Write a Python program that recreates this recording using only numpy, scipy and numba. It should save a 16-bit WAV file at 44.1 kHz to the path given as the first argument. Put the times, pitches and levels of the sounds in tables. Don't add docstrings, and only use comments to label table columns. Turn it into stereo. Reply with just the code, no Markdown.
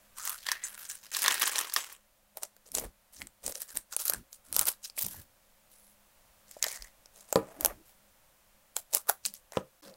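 import sys
import numpy as np
from scipy import signal
from scipy.fft import rfft, irfft, next_fast_len
from scipy.io import wavfile
from scipy.ndimage import uniform_filter1d
from numba import njit

SR = 44100
rng = np.random.default_rng(int(sys.argv[2]) if len(sys.argv) > 2 else 0)


def generate_wav(signal):
    frames = np.transpose(np.atleast_2d(signal))
    scaled = np.clip(frames, -1, 1) * 32767
    pcm = np.round(scaled).astype(np.int16)
    wavfile.write(sys.argv[1], SR, pcm)


def nominal_scale(level):
    x = np.asarray(level, float) / 20
    return 10 ** x


N = 439236
T = np.arange(N) / SR
FIRST_CUT_S = 2.1


def unit(x):
    return x / np.sqrt(np.mean(x ** 2))


def colour(x, points):
    hz, db = np.transpose(points)
    size = next_fast_len(N)
    f = np.maximum(np.arange(size // 2 + 1) * SR / size, 1)
    gain = nominal_scale(np.interp(np.log(f), np.log(hz), db))
    return irfft(rfft(x, size) * gain, size)[..., :N]


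def walk(rate_hz):
    hold = int(SR / rate_hz)
    steps = np.repeat(rng.standard_normal(N // hold + 1), hold)
    return unit(uniform_filter1d(uniform_filter1d(steps, hold), hold)[:N])


@njit
def svf(x, hz, damp):
    y, band, low = np.empty(len(x)), 0., 0.
    for i in range(len(x)):
        g = np.tan(np.pi * hz[i] / SR)
        v = (band + g * (x[i] - low)) / (1 + g * (g + damp))
        band, low, y[i] = 2 * v - band, low + 2 * g * v, damp * v
    return y


def add(out, s, shape):
    i = int(s * SR)
    out[i:i + len(shape)] += shape[:len(out) - i]


def ring(hz, t60_s, rise_s):
    t = T[:int(t60_s * SR) + 2]
    decay = np.exp(-np.log(1000) * t / t60_s)
    return (1 - np.exp(-t / rise_s)) * decay * np.sin(2 * np.pi * hz * t)


def grit(rate_hz, scatter_db, tail_s):
    sizes = nominal_scale(scatter_db * np.minimum(rng.exponential(size=N), 4))
    fractures = (rng.random(N) < rate_hz / SR) * sizes
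    envelope = signal.lfilter([1], [1, -np.exp(-1 / (tail_s * SR))], fractures)
    return unit(envelope * rng.standard_normal((2, N)))


# start of full level in seconds, hold in seconds, crackle level in dB, body level in dB.
BOUTS = [(0.173, 0.073, -43.5, -58.5), (0.246, 0.071, -38.5, -52), (0.34, 0.1, -53, -73),
         (0.465, 0.0066, -41, -48), (0.494, 0.057, -47, -45), (0.632, 0.044, -45, -50),
         (0.688, 0.08, -54, -56), (0.794, 0.066, -47, -55.5), (0.9, 0.027, -42.5, -55),
         (1.04, 0.0063, -49.5, -54), (1.122, 0.11, -37.5, -42), (1.234, 0.078, -40, -29.5),
         (1.311, 0.07, -38, -37.5), (1.417, 0.0097, -30, -27), (1.467, 0.085, -38.5, -37),
         (1.551, 0.066, -39.5, -34), (1.647, 0.099, -51, -47), (1.771, 0.0023, -33, -31),
         (1.811, .11, -54.5, -51), (2.374, 0.0034, -51, -50), (2.43, 0.0045, -44, -46.5),
         (2.666, 0.0038, -52.5, -58.5), (2.744, 0.047, -36, -46), (2.774, 0.07, -50, -44.5),
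         (3.132, 0.079, -53.5, -69), (3.208, 0.0043, -45.5, -47.5), (3.442, 0.058, -43, -49.5),
         (3.552, 0.016, -44.5, -53.5), (3.604, 0.025, -42.5, -57.5), (3.687, 0.032, -49.5, -59),
         (3.763, 0.0017, -33.5, -45), (3.924, 0.011, -41, -52), (3.996, 0.024, -34.5, -55),
         (4.061, 0.037, -35, -54), (4.097, 0.064, -45.5, -50), (4.325, 0.027, -53.5, -86),
         (4.452, 0.11, -60.5, -67.5), (4.544, 0.051, -37, -56), (4.579, 0.044, -35, -41.5),
         (4.674, 0.0053, -23, -37), (4.844, 0.0096, -37, -70), (4.977, 0.066, -35.5, -54.5),
         (5.074, 0.062, -46, -63), (5.133, 0.09, -53, -68.5), (5.705, 0.21, -64.5, -87),
         (6.48, 0.14, -59, -75), (6.642, 0.0026, -43, -36.5), (6.668, 0.092, -44, -52.5),
         (6.791, 0.079, -55.5, -63.5), (7.146, 0.1, -60.5, -64.5), (7.286, 0.082, -56, -61),
         (7.364, 0.01, -47, -56), (7.4, 0.17, -66, -53), (7.605, 0.031, -48, -44.5),
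         (7.668, 0.039, -67, -40.5), (7.865, 0.039, -58.5, -72), (8.768, 0.013, -41.5, -52),
         (8.935, 0.029, -31.5, -41.5), (9.091, 0.0058, -31.5, -33.5), (9.259, 0.0027, -33, -57),
         (9.344, 0.018, -49.5, -87), (9.536, 0.052, -54, -47), (9.831, 0.051, -54, -57)]


def bouts():
    attack_s, heap_release_s, cake_release_s = 0.016, 0.079, 0.036
    power = np.zeros((2, N))
    for s, hold_s, crackle_db, body_db in BOUTS:
        near = slice(max(int((s - .2) * SR), 0), int((s + hold_s + .5) * SR))
        release_s = heap_release_s if s < FIRST_CUT_S else cake_release_s
        early_s = s - T[near]
        late_s = np.maximum(T[near] - s - hold_s, 0)
        below_db = 20 * np.maximum(early_s / attack_s, late_s / release_s)
        power[:, near] += nominal_scale(np.array([[crackle_db], [body_db]]) - below_db) ** 2
    return np.sqrt(power)


# time in seconds, crackle centre in Hz, body centre in Hz, body resonance in dB.
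PITCH = [(0.261, 9100, 1352, 14.5), (0.5, 3950, 1810, 7), (0.8, 8070, 1550, 1), (1.253, 4790, 1688, -8.5),
         (1.771, 6580, 1150, -11), (2.4, 8640, 640, -1), (2.778, 8440, 429, 2.5), (3.2, 8740, 1967, 1.5),
         (3.45, 8860, 501, 2), (3.75, 10780, 1715, 4), (4.102, 9940, 1432, 8.5), (4.6, 11780, 1340, 4),
         (4.859, 7450, 1622, 12.5), (4.999, 12060, 1074, -7.5), (5.169, 12730, 1715, 5.5),
         (5.849, 11010, 2180, 3), (6.659, 6570, 2029, 9), (7.339, 7230, 614, -4), (7.701, 12040, 687, -3),
         (8.848, 10380, 672, 0), (9.086, 13100, 1279, 3), (9.268, 7350, 1824, -2), (9.87, 5450, 1530, -2)]
# frequency in Hz, gain in dB.
HEAP_COLOUR = [(110, -41.5), (280, -18), (1100, -9.5), (1900, -8), (3200, -10), (5000, -31)]
# frequency in Hz, gain in dB.
CAKE_COLOUR = [(200, -18.5), (565, 1), (2200, -9.5), (4500, -38.5)]


def crunch():
    crackle_gain, body_gain = bouts()
    when, crackle_centre, body_centre, resonance_db = np.transpose(PITCH)
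    bout = np.searchsorted((when[1:] + when[:-1]) / 2, T)
    crackle_hz = np.clip(crackle_centre[bout] * nominal_scale(1.8 * walk(60)), 300, 16000)
    body_hz = np.clip(body_centre[bout] * nominal_scale(.4 * walk(60)), 300, 16000)

    rustle = grit(rate_hz=1600., scatter_db=3.4, tail_s=.001)
    ticks = grit(rate_hz=120., scatter_db=2.4, tail_s=.0015)
    fine = rustle + .95 * ticks
    broad = unit(colour(fine, [(1200, -18.5), (3000, 0.0), (8000, 3.0), (16000, 1.5)]))
    band = unit(np.array([svf(row, crackle_hz, .4) for row in fine]))
    crackle = unit(broad + nominal_scale(-2.0) * band)

    coarse = 1.6 * fine + grit(rate_hz=360.0, scatter_db=1.5, tail_s=0.0025)
    heap, cake = unit(colour(coarse, HEAP_COLOUR)), unit(colour(coarse, CAKE_COLOUR))
    body = np.where(T < FIRST_CUT_S, heap, cake)
    resonance = unit(np.array([svf(row, body_hz, .18) for row in body]))
    body = unit(body + nominal_scale(resonance_db[bout]) * resonance)
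    return crackle_gain * crackle + body_gain * body


# time in seconds, tick level in dB, tick pitch in Hz, body level in dB.
SNAPS = [(0.2523, -17.5, 11900, -37), (0.295, -15, 14400, -36), (0.4672, -22.5, 4840, -30),
         (0.4877, -18.5, 4680, -21.5), (0.5171, -12.5, 5700, -18.5), (1.1487, -18.5, 4150, -38),
         (1.1675, -13, 7900, -25), (1.1926, -19, 12700, -33), (1.2203, -12, 10600, -33),
         (1.231, -15, 9500, -46), (1.241, -13, 10200, -33), (1.247, -27, 3000, -22),
         (1.261, -14, 4020, -18), (1.281, -8.5, 5750, -11), (1.31, -16.5, 3000, -33),
         (1.322, -16, 7200, -27), (1.343, -15.5, 9000, -28), (1.3972, -16, 14000, -36),
         (1.4203, -9, 11400, -24), (1.43, -14.5, 3350, -21), (1.4765, -11.5, 9000, -21),
         (1.558, -17.5, 4040, -40), (1.583, -14.5, 6000, -27), (1.589, -10.5, 8600, -23),
         (1.611, -15.5, 10200, -35), (1.698, -26, 4470, -37), (1.7227, -30, 4700, -36),
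         (1.738, -10, 13500, -64), (1.763, -11.5, 5240, -17.5), (1.926, -28.5, 13100, -57),
         (2.3716, -20, 12200, -33), (2.4332, -14.5, 8580, -26.5), (2.5656, -38, 13200, -46.5),
         (2.7183, -26.5, 9500, -62), (2.751, -11.5, 7500, -34), (2.7983, -19, 13000, -43),
         (3.2182, -27, 2100, -42), (3.2709, -29.5, 8200, -48), (3.4643, -14, 7950, -40),
         (3.4795, -18.5, 8000, -27), (3.5231, -24, 6900, -36), (3.555, -23, 5800, -49),
         (3.6189, -14.5, 12400, -42), (3.772, -12, 8960, -42), (3.9651, -9.5, 9700, -26),
         (4.001, -23, 6800, -34), (4.054, -11, 12800, -56), (4.081, -11, 11000, -44),
         (4.0981, -6, 12200, -21.5), (4.1358, -12, 9500, -25.5), (4.3298, -29.5, 6900, -59),
         (4.5273, -15.5, 9600, -37), (4.565, -4.5, 12900, -19.5), (4.5931, -3, 8620, -42),
         (4.6127, -7.5, 13500, -26.5), (4.6553, -16, 10600, -42), (4.899, -31.5, 4740, -47),
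         (4.978, -33, 12500, -35.5), (5.0132, -16, 11800, -44), (5.0274, -13.5, 13700, -56),
         (5.065, -14.5, 11590, -36), (6.5128, -30.5, 7700, -55), (6.6269, -9, 6750, -48),
         (6.6418, -10.5, 5200, -48), (6.6659, -19, 7300, -30), (6.684, -21, 7000, -43),
         (6.717, -23.5, 8500, -42), (6.8233, -27, 4930, -50), (7.0588, -38.5, 5500, -46),
         (7.208, -36, 6960, -62), (7.327, -11.5, 7200, -12.5), (7.3581, -13, 4500, -30),
         (7.6091, -14, 12400, -30), (7.6483, -2, 11850, -13.5), (7.6593, -3.5, 12800, -16),
         (8.766, -11.5, 7800, -23.5), (8.9485, -2, 11300, -24), (9.0917, -7, 12700, -22.5),
         (9.0965, -2.5, 10900, -7), (9.253, -16, 4370, -51), (9.262, -12.5, 9000, -58),
         (9.339, -24, 13000, -63), (9.5218, -31, 7050, -34.5), (9.572, -24.5, 3140, -48),
         (9.9402, -44, 4500, -53)]
# nominal frequency in Hz, nominal level in dB, t60 in seconds.
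HEAP_RING = [(1050, -4, 0.018), (1750, 4, 0.013), (3350, 0, 0.011)]
# nominal frequency in Hz, nominal level in dB, t60 in seconds.
CAKE_RING = [(580, -4, 0.014), (760, -4, .011), (1430, -4, 0.009)]


def snaps():
    out, lead_s = np.zeros((2, N)), .001
    t = T[:SR // 40] - lead_s
    chance = rng.standard_normal((len(SNAPS), len(t) + 5))
    for (s, db, hz, body_db), row in zip(SNAPS, chance):
        in_heap = s < FIRST_CUT_S
        octaves = signal.butter(1, [hz / 2, min(2 * hz, 19000)], "band", fs=SR)
        hiss = 1.4 * unit(signal.lfilter(*octaves, row[5:]))
        swell = np.exp(-np.abs(t) * hz / np.where(t < 0, 1.2, 1.6))
        tick = swell * (np.cos(2 * np.pi * hz * t + row[0]) + nominal_scale(-12.0) * hiss)
        tail_s = 0.005 if in_heap else 0.0017
        tail = nominal_scale(-16) * hiss * (t > 0) * np.exp(-t / tail_s)
        tick = nominal_scale(db) * (tick / np.abs(tick).max() + tail)
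        add(out[0], s - lead_s, tick)
        add(out[1], s - lead_s, 0.09 * row[0] * tick)
        for (ring_hz, ring_db, t60_s), share in zip(HEAP_RING if in_heap else CAKE_RING, row[1:4]):
            level = nominal_scale(body_db + ring_db + 2 * share)
            add(out[0], s - .0004, level * ring(ring_hz * (1 + .06 * share), t60_s, rise_s=0.00091))
    return signal.sosfilt(signal.butter(2, 260, "high", fs=SR, output="sos"), out)


def struck(hits, modes, rise_s, chatter_s, chatter_db):
    out, t = np.zeros(N), T[:SR // 4]
    for s, db, free in hits:
        force = nominal_scale(chatter_db) * rng.standard_normal(len(t)) * np.exp(-t / (free * chatter_s))
        force[0] = -1
        blow = np.zeros(len(t))
        for hz, mode_db, t60_s in modes:
            add(blow, 0, nominal_scale(mode_db) * ring(hz, free * t60_s, rise_s))
        blow = signal.fftconvolve(blow, force)[:len(t)]
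        add(out, s, nominal_scale(db) * blow / np.abs(blow).max())
    return signal.sosfilt(signal.butter(2, 100, "high", fs=SR, output="sos"), out)


# time in seconds, level in dB, share of the free ring time.
KNOCKS = [(7.3578, -7, 1.), (9.5712, -11.5, .65)]
# frequency in Hz, level in dB, free t60 in seconds.
PLATE = [(137, -19, .28), (195, -18, .24), (265, -17, .15), (313, -13, .18), (389, -17, .18),
         (459, -9, .12), (523, 1, .07), (590, -5, .04), (720, -13, .06), (795, -10, .09), (980, -7, .045),
         (1190, -8, .035), (1700, -13, .03), (2300, -13, .015)]


def knocks():
    return struck(KNOCKS, PLATE, rise_s=.0002, chatter_s=.035, chatter_db=-36)


# time in seconds, level in dB, share of the free ring time.
TINGS = [(.637, -22.5, 1.), (.889, -31, 1.), (1.455, -21, .8), (1.803, -33, 1.)]
# frequency in Hz, level in dB, free t60 in seconds.
GLASS = [(6355, -6, 0.1), (7090, -2, 0.093), (7915, 0, 0.092), (8790, -4, 0.06), (9650, -8, .05)]


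def tings():
    return struck(TINGS, GLASS, rise_s=0.00063, chatter_s=0.011, chatter_db=-26.0)


# start in seconds, length in seconds, level in dB, band centre in Hz.
NARROW_NOISES = [(2.839, 0.06, -47.5, 41.6), (5.032, 0.052, -47.5, 141), (5.093, 0.13, -64.5, 1690),
                 (5.145, 0.078, -53.5, 94.6), (5.704, .25, -67, 10900), (6.791, .07, -50.5, 40.5),
                 (7.561, 0.13, -50.5, 313), (7.761, 0.063, -60.5, 312), (9.264, 0.084, -63, 208),
                 (9.82, 0.065, -58.5, 299), (9.824, 0.14, -56, 533), (9.831, 0.068, -70, 1530),
                 (9.853, 0.08, -58.5, 210)]


def narrow_noises():
    out = np.zeros(N)
    sources = rng.standard_normal((len(NARROW_NOISES), SR // 2))
    for (s, length_s, db, hz), noise in zip(NARROW_NOISES, sources):
        t = T[:int(length_s * SR)]
        band = svf(noise, np.full(len(noise), 1. * hz), .07)[-len(t):]
        add(out, s, nominal_scale(db) * unit(band) * np.sqrt(np.sin(np.pi * t / length_s)))
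    return out


# time in seconds, level in dB, mode in Hz.
TAPS = [(4.979, -20.5, 2280), (5.144, -39, 850), (6.567, -32.5, 612), (6.666, -25, 655), (9.097, -16, 652)]


def taps():
    out = np.zeros(N)
    for s, db, hz in TAPS:
        add(out, s, nominal_scale(db) * ring(hz, 11.4 / hz, rise_s=0.00046))
    return out


# centre in seconds, level in dB, spread in seconds.
PUSH = [(2.78, -48.5, 0.033), (2.857, -50.5, 0.025), (3.229, -55, 0.036), (3.48, -50, 0.025),
        (3.771, -54.5, 0.02), (4.17, -50, 0.034), (4.579, -52, 0.05), (5.12, -59, 0.083),
        (7.678, -52, 0.066)]


def push():
    rumble = colour(rng.standard_normal(N), [(15, -10.0), (35, 6.5), (130, -5.0), (300, -2.5), (600, -29.0)])
    load = sum(nominal_scale(db) * np.exp(-.5 * ((T - s) / spread_s) ** 2) for s, db, spread_s in PUSH)
    return load * unit(rumble)


def echoes(x, t60_s, db):
    t = T[:int(t60_s * SR)]
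    tail = rng.standard_normal(len(t)) * np.exp(-np.log(1000) * t / t60_s)
    return nominal_scale(db) * signal.fftconvolve(x, tail / np.sqrt(np.sum(tail ** 2)))[:N]


# frequency in Hz, gain in dB.
ROOM_COLOUR = [(25, -11.5), (85, -22.5), (130, -25), (450, -32.5), (531, -19.5), (660, -24.5), (4740, -34),
               (16000, -32)]
# time in seconds, level in dB.
ROOM_LEVEL = [(0, -61.5), (2.02, -67), (5.3, -65), (6.4, -62.5), (9.96, -65)]


def room():
    hum_hz, hum_db = 205.8, -17
    mid, side = unit(colour(rng.standard_normal((2, N)), ROOM_COLOUR))
    side = colour(side, [(100, -8.5), (1000, -6), (5000, -5.0)])
    hum = unit(svf(rng.standard_normal(N), np.full(N, hum_hz), 0.014))
    hum = nominal_scale(hum_db + 0.92 * walk(9.8)) * hum
    level_db = np.interp(T, *np.transpose(ROOM_LEVEL)) + 0.17 * walk(2.9)
    return nominal_scale(level_db) * np.array([mid + hum, side])


# start in seconds, end in seconds.
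GAPS = [(1.107, 1.1155), (9.812, 9.822)]


def dropouts():
    silent = sum((T > start) & (T < end) for start, end in GAPS)
    return uniform_filter1d(1. - silent, SR // 500)


def scene():
    mid, side = crunch()
    side = colour(side, [(300, -25), (1200, -17), (2500, -19), (5000, -11), (12000, -7)])
    mid = mid + knocks() + narrow_noises() + taps() + tings()
    mid, side = np.array([mid, side]) + snaps()
    mid = mid + echoes(mid, t60_s=.15, db=-15)
    mid, side = np.array([mid + push(), side]) + room()
    mid, side = np.array([mid, side]) * dropouts()
    return np.array([mid + side, mid - side])


def roll_off(x):
    return signal.sosfilt(signal.butter(12, 16980, fs=SR, output="sos"), x)


def record(dry):
    lowpass = signal.ellip(8, .2, 35, 15800, fs=SR, output="sos")
    mix = np.clip(signal.sosfilt(lowpass, dry), -1, 1)
    return roll_off(mix)


dry = scene()
out = record(dry)
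generate_wav(out)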